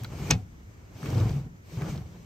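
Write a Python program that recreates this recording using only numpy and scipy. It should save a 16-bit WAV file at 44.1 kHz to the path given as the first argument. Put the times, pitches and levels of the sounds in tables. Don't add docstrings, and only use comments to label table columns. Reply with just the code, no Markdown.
import sys
import numpy as np
from scipy import signal
from scipy.fft import rfft, irfft, next_fast_len
from scipy.io import wavfile
from scipy.ndimage import uniform_filter1d, map_coordinates

SR = 44100
rng = np.random.default_rng(int(sys.argv[2]) if len(sys.argv) > 2 else 0)


def materialize(psi):
    bounded = np.clip(np.atleast_2d(psi).T, -1, 1)
    quanta = np.round(bounded * 32767).astype(np.int16)
    wavfile.write(sys.argv[1], SR, quanta)


N = 99225

# time_s, scrape_level_db,
# hiss_level_db
RUB_LEVELS = [(0, -50.5, -56), (.1, -50, -58), (0.138, -47, -55.5), (.23, -43, -49.5), (0.3, -38, -47),
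              (0.331, -61, -54.5), (0.451, -64.5, -68.5), (0.899, -58.5, -67.5), (1.0, -51, -54.5),
              (1.05, -40.5, -49.5), (1.18, -38, -49), (1.28, -43, -52), (1.37, -50.5, -55), (1.44, -57, -66.5),
              (1.521, -65.5, -72), (1.619, -68.5, -69.5), (1.699, -54, -58), (1.76, -47.5, -53),
              (1.809, -43.5, -55.5), (1.823, -40, -54), (1.901, -42.5, -49), (1.98, -50.5, -58.5),
              (2.039, -57, -64), (2.25, -56.5, -63)]
# start_s, level_db, pitch_hz, length_s
THUDS = [(.008, -30.5, 116, 0.06), (0.117, -31.5, 132, 0.033), (.152, -33, 135, 0.018),
         (.195, -30, 140.5, 0.042), (.217, -29.5, 140, 0.043), (.25, -30.5, 130, 0.048),
         (.298, -20, 149.6, 0.021), (0.32, -23.5, 68, 0.053), (0.317, -22, 144, 0.035),
         (0.342, -22, 104, 0.048), (0.376, -31, 98.5, 0.067), (0.951, -37, 108, 0.033),
         (1.026, -31.5, 139.6, 0.051), (1.082, -24, 132, 0.025), (1.123, -20, 116.4, 0.043),
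         (1.153, -18, 106, 0.06), (1.204, -16.5, 107.8, 0.054), (1.251, -18.5, 119.7, 0.048),
         (1.288, -28, 120, 0.018), (1.308, -23, 134, 0.019), (1.33, -24, 139.7, 0.086),
         (1.364, -33, 124, 0.032), (1.396, -32, 140, 0.07), (1.457, -30.5, 135, 0.029),
         (1.723, -35.5, 161, 0.07), (1.77, -25.5, 118.4, 0.038), (1.816, -24, 148, 0.04),
         (1.857, -29.5, 181, 0.041), (1.89, -26, 113, 0.026), (1.923, -29.5, 140, 0.044),
         (1.962, -30, 152.3, 0.044), (2.009, -30.5, 111, 0.036)]
# start_s, relative_level_db, pitch_hz
TICKS = [(0.035, -36.5, 12160), (0.045, -30.5, 4830), (0.05, -36.5, 1630), (1.18, -38, 4550),
         (1.03, -34, 1066), (1.059, -32.5, 1530), (1.147, -39, 4400), (1.201, -35, 4670),
         (1.293, -37.5, 4750), (1.563, -56.5, 4370), (1.812, -34.5, 946), (1.82, -32.5, 1420),
         (1.959, -45, 4400), (1.977, -43, 4610)]
# start_s, relative_wood_level_db, relative_click_level_db
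KNOCK_CONTACTS = [(0.3038, -29.5, -29.5), (0.3075, -23, -4), (0.3105, -28, 2), (0.3348, -41, -34)]
# pitch_hz, relative_level_db, time_to_fall_60_db_s
WOOD_TONES = [(286.4, -4, 0.055), (460, -11, 0.032), (834, -9.5, 0.067), (1055, -10.5, 0.03),
              (1390, -8.5, .025), (2211, 2, 0.027), (2530, -3.5, 0.09), (2800, -6.5, 0.058),
              (3560, -9, 0.017), (5130, -10.5, .04)]
# pitch_hz, relative_level_db, time_to_fall_60_db_s
CLICK_TONES = [(6155, 5.5, 0.002), (7400, -8, 0.0023), (12260, -15.5, 0.0024), (13600, -19, 0.0017)]
# frequency_hz, relative_level_db
CLATTER_COLOUR = [(250, 8), (1000, -4), (2500, -5), (6000, -9), (9000, -24), (11000, -67.5)]
# pitch_hz, width_hz, relative_level_db
CARCASS_MODES = [(62, 52, -5.5), (113, 30, -1.5), (139, 34.6, -4.5), (176.5, 54, -5.5)]
# pitch_hz, width_hz, relative_level_db
SLAT_MODES = [(59, 36.4, -2), (177, 41.3, 2.5), (248.3, 51, -1.5), (437, 61, -9.5), (748, 36, -11),
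              (1140, 380, -24.5)]
# frequency_hz, relative_level_db (per Hz)
SCRAPE_COLOUR = [(200, -8.5), (330, -3), (450, -8.5), (690, -12.5), (1100, -15.5), (1600, -21),
                 (3200, -27.5)]
# frequency_hz, relative_level_db (per Hz)
HISS_COLOUR = [(1950, -9.5), (2250, 2.5), (2550, -3.5), (4200, -5), (5300, -4.5), (6200, -4), (7500, -9),
               (11300, -12.5), (15000, -15), (15800, -28.5)]
# frequency_hz, relative_level_db (per Hz)
AIR_COLOUR = [(25, -27.5), (45, -1.5), (90, 0), (190, -16), (330, -17.5), (680, -29), (2000, -29),
              (4000, -49.5), (6500, -36.5), (9000, -50), (14500, -40.5), (15800, -51.5)]
# frequency_hz, likeness (1 same, 0 unrelated)
DESK_ALIKE = [(60, 0.92), (240, 1), (950, 0.52), (3770, 0.35), (15000, 0.35)]
# frequency_hz, likeness (-1 opposite, 0 unrelated, 1 same)
AIR_ALIKE = [(100, 1), (550, -0.4), (2400, -0.86), (5000, -0.33), (15000, -0.8)]
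# frequency_hz, time_to_fall_60_db_s
ROOM_DECAY = [(150, 0.16), (1000, 0.06), (5000, .1), (12000, 0.014)]
# frequency_hz, lead_radians
HIT_LEAD = [(100, -0.15), (1000, 1.13), (2150, 1.5), (3960, 1.05), (5770, 1), (8000, -0.62), (12000, 1.4)]

RUMBLE_DB = 7.5
LINGER_S = 0.084
GRAINS_PER_S, GRAIN_SHARE = 500, 0.23
GRAIN_DB, PATCHY_DB = 2, 1.5
THUD_EARLY = 0.52
THUD_SOFT = 1.04
WANDER_RAD = 0.3
RATTLE_DB = -14.5
TICK_SPREAD = 0.28
TICK_T60_S = 0.017
TICK_SNAP_DB = -5
CLATTER_DB, CLATTER_T60_S = 1.5, 0.071
ROOM_DB, ROOM_HZ = -14, 5000
AIR_DB = -49
AIR_BASS_HZ, AIR_LUMPS_DB = 200, 2.5
LEAN_DB = 0.8
LOW_HZ, LOW_ORDER = 24, 4
GAP_HZ, GAP_WIDTH_HZ, GAP_DB = 10020, 880, -27
TOP_HZ = 15800


def slide():
    start_s, *levels = np.transpose(RUB_LEVELS)
    time_s = np.arange(N) / SR
    scrape_db, hiss_db = (np.interp(time_s, start_s, level) for level in levels)
    rumble = unit(filtered(rng.standard_normal((2, N)), resonances(CARCASS_MODES)))
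    scrape_colour = [(20, -88.5)] + SCRAPE_COLOUR + [(4000, -100.5)]
    hiss_colour = [(900, -57.5)] + HISS_COLOUR
    scrape = unit(filtered(friction(), lambda f: amp(along(scrape_colour, f))))
    hiss = unit(filtered(friction(), lambda f: amp(along(hiss_colour, f))))
    hum = filtered(amp(scrape_db), lambda f: 1 / (1 + 2j * np.pi * f * LINGER_S))
    judder = wobble(30.2)
    rumble = rumble * amp(RUMBLE_DB) * hum
    scrape = scrape * amp(scrape_db + 1.2 * judder)
    hiss = hiss * amp(hiss_db + 0.48 * judder + 0.23 * wobble(80))
    return stereo(rumble + scrape + hiss, DESK_ALIKE)


def friction():
    happens = rng.random((2, N)) < GRAINS_PER_S / SR
    size = amp(GRAIN_DB * rng.exponential(size=(2, N)))
    grains = unit(happens * size * rng.standard_normal((2, N)))
    noise = rng.standard_normal((2, N))
    mix = GRAIN_SHARE * grains + (1 - GRAIN_SHARE) * noise
    z = signal.stft(mix, nperseg=256)[2]
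    streaks = uniform_filter1d(rng.standard_normal(z.shape[1:]), size=3, axis=0)
    streaks = unit(uniform_filter1d(streaks, size=10, axis=1))
    return signal.istft(z * amp(PATCHY_DB * streaks), nperseg=256)[1][:, :N]


def thuds():
    out, shake = np.zeros(N + SR), np.zeros(N + SR)
    drift = np.pad(WANDER_RAD * wobble(60), (0, SR))
    for start_s, db, hz, length_s in THUDS:
        t = np.arange(int(length_s * SR)) / SR
        at = round(start_s * SR)
        swell = amp(db) * np.sin(np.pi * (t / length_s) ** THUD_EARLY) ** THUD_SOFT
        out[at:][:len(t)] += swell * np.sin(2 * np.pi * hz * t + drift[at:][:len(t)])
        shake[at:][:len(t)] += swell
    rattle = unit(filtered(friction(), resonances(SLAT_MODES)))
    return out[:N] + stereo(amp(RATTLE_DB) * shake[:N] * rattle, DESK_ALIKE)


def knock():
    out, shake = np.zeros(N + SR), np.zeros(N + SR)
    t = np.arange(SR // 4) / SR
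    clatter = unit(filtered(rng.standard_normal(N), lambda f: amp(along(CLATTER_COLOUR, f))))
    for start_s, wood_db, click_db in KNOCK_CONTACTS:
        for hz, db, t60 in WOOD_TONES:
            level_db = wood_db + db + rng.normal(0, 3.4)
            add(out, start_s, level_db, hz, t60, .0003, phase=rng.uniform(0, 2 * np.pi))
        for hz, db, t60 in CLICK_TONES:
            add(out, start_s, click_db + db + 5.5, hz, t60, .0006)
        fade = amp(wood_db + CLATTER_DB - 60 * t / CLATTER_T60_S)
        shake[round(start_s * SR):][:len(t)] += fade
    return out[:N] + shake[:N] * clatter


def ticks():
    out = np.zeros(N + SR)
    t = np.arange(SR // 50) / SR
    spreads = rng.standard_normal((len(TICKS), 8))
    snaps = rng.standard_normal((len(TICKS), len(t)))
    for (start_s, db, hz), spread, snap in zip(TICKS, spreads, snaps):
        t60 = TICK_T60_S * (4500 / hz) ** 0.16
        for u in spread:
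            tone_hz = hz * np.exp(TICK_SPREAD * u * (1500 / hz) ** .5)
            add(out, start_s, db - 7.0, min(tone_hz, SR / 2), t60, .0008, phase=50 * u)
        snap = unit(uniform_filter1d(snap, size=int(SR / hz / 3) + 1))
        fade = amp(db + TICK_SNAP_DB - 60 * t / TICK_T60_S)
        out[round(start_s * SR):][:len(t)] += fade * snap
    return out[:N]


def room(x):
    hz, t, z = signal.stft(rng.standard_normal((2, SR // 2)), SR, nperseg=256)
    fade = amp(-60 * t / along(ROOM_DECAY, hz)[:, None])
    tail = signal.istft(z * fade, SR, nperseg=256)[1]
    tail = tail / np.linalg.norm(tail[0])
    late = np.pad(x, (130, 0))[None]
    return signal.fftconvolve(late, tail, axes=1)[:, :N]


def air():
    noise = filtered(rng.standard_normal((2, N)), lambda f: amp(along(AIR_COLOUR, f)))
    tone = unit(stereo(noise, AIR_ALIKE))
    bass = filtered(tone, lambda f: f < AIR_BASS_HZ)
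    lumpy_bass = bass * amp(AIR_LUMPS_DB * wobble(19))
    return amp(AIR_DB) * (tone - bass + lumpy_bass)


def amp(db):
    return 10 ** (np.asarray(db) / 20)


def unit(x):
    return x / np.sqrt(np.mean(x ** 2) + 1e-20)


def along(points, hz):
    f, v = np.transpose(points)
    return np.interp(np.log(hz + 1), np.log(f + 1), v)


def filtered(x, response):
    m = next_fast_len(N + SR // 2)
    return irfft(rfft(x, m) * response(np.fft.rfftfreq(m, 1 / SR)), m)[..., :N]


def resonances(modes):
    def response(f):
        total = 0
        for k, (centre, width, db) in enumerate(modes):
            peak = 1j * f * width / (centre * centre - f * f + 1j * f * width)
            total = total + (-1) ** k * amp(db) * peak
        return total
    return response


def wobble(rate):
    knots = rng.standard_normal(int(N * rate / SR) + 4)
    return map_coordinates(knots, [np.arange(N) * rate / SR])


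def stereo(pair, alike):
    turn = lambda hz: np.arccos(np.clip(along(alike, hz), -1, 1)) / 2
    mid, side = filtered(pair, lambda hz: np.array([np.cos(turn(hz)), np.sin(turn(hz))]))
    return np.array([mid + side, mid - side])


def add(out, start_s, db, hz, t60, rise_s, phase=0):
    t = np.arange(int(t60 * SR) + 2) / SR
    swell = amp(db - 60 * t / t60) * (1 - np.exp(-t / rise_s))
    out[round(start_s * SR):][:len(t)] += swell * np.sin(2 * np.pi * hz * t + phase)


def scene():
    hits = ticks() + knock()
    side = np.array([[.5], [-.5]])
    near = filtered(hits, lambda f: np.exp(1j * along(HIT_LEAD, f) * side))
    far = filtered(room(hits), lambda f: 1 / (1 + (f / ROOM_HZ) ** 4))
    desk = amp(LEAN_DB * side) * (slide() + thuds())
    return desk + near + amp(ROOM_DB) * far + air()


def record(dry):
    def response(f):
        bass_fade = (1j * f / (LOW_HZ + 1j * f)) ** LOW_ORDER
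        gap = amp(GAP_DB * np.exp(-((f - GAP_HZ) / GAP_WIDTH_HZ) ** 4))
        return bass_fade * gap * (f < TOP_HZ)
    return filtered(dry, response)


dry = scene()
out = record(dry)
materialize(out)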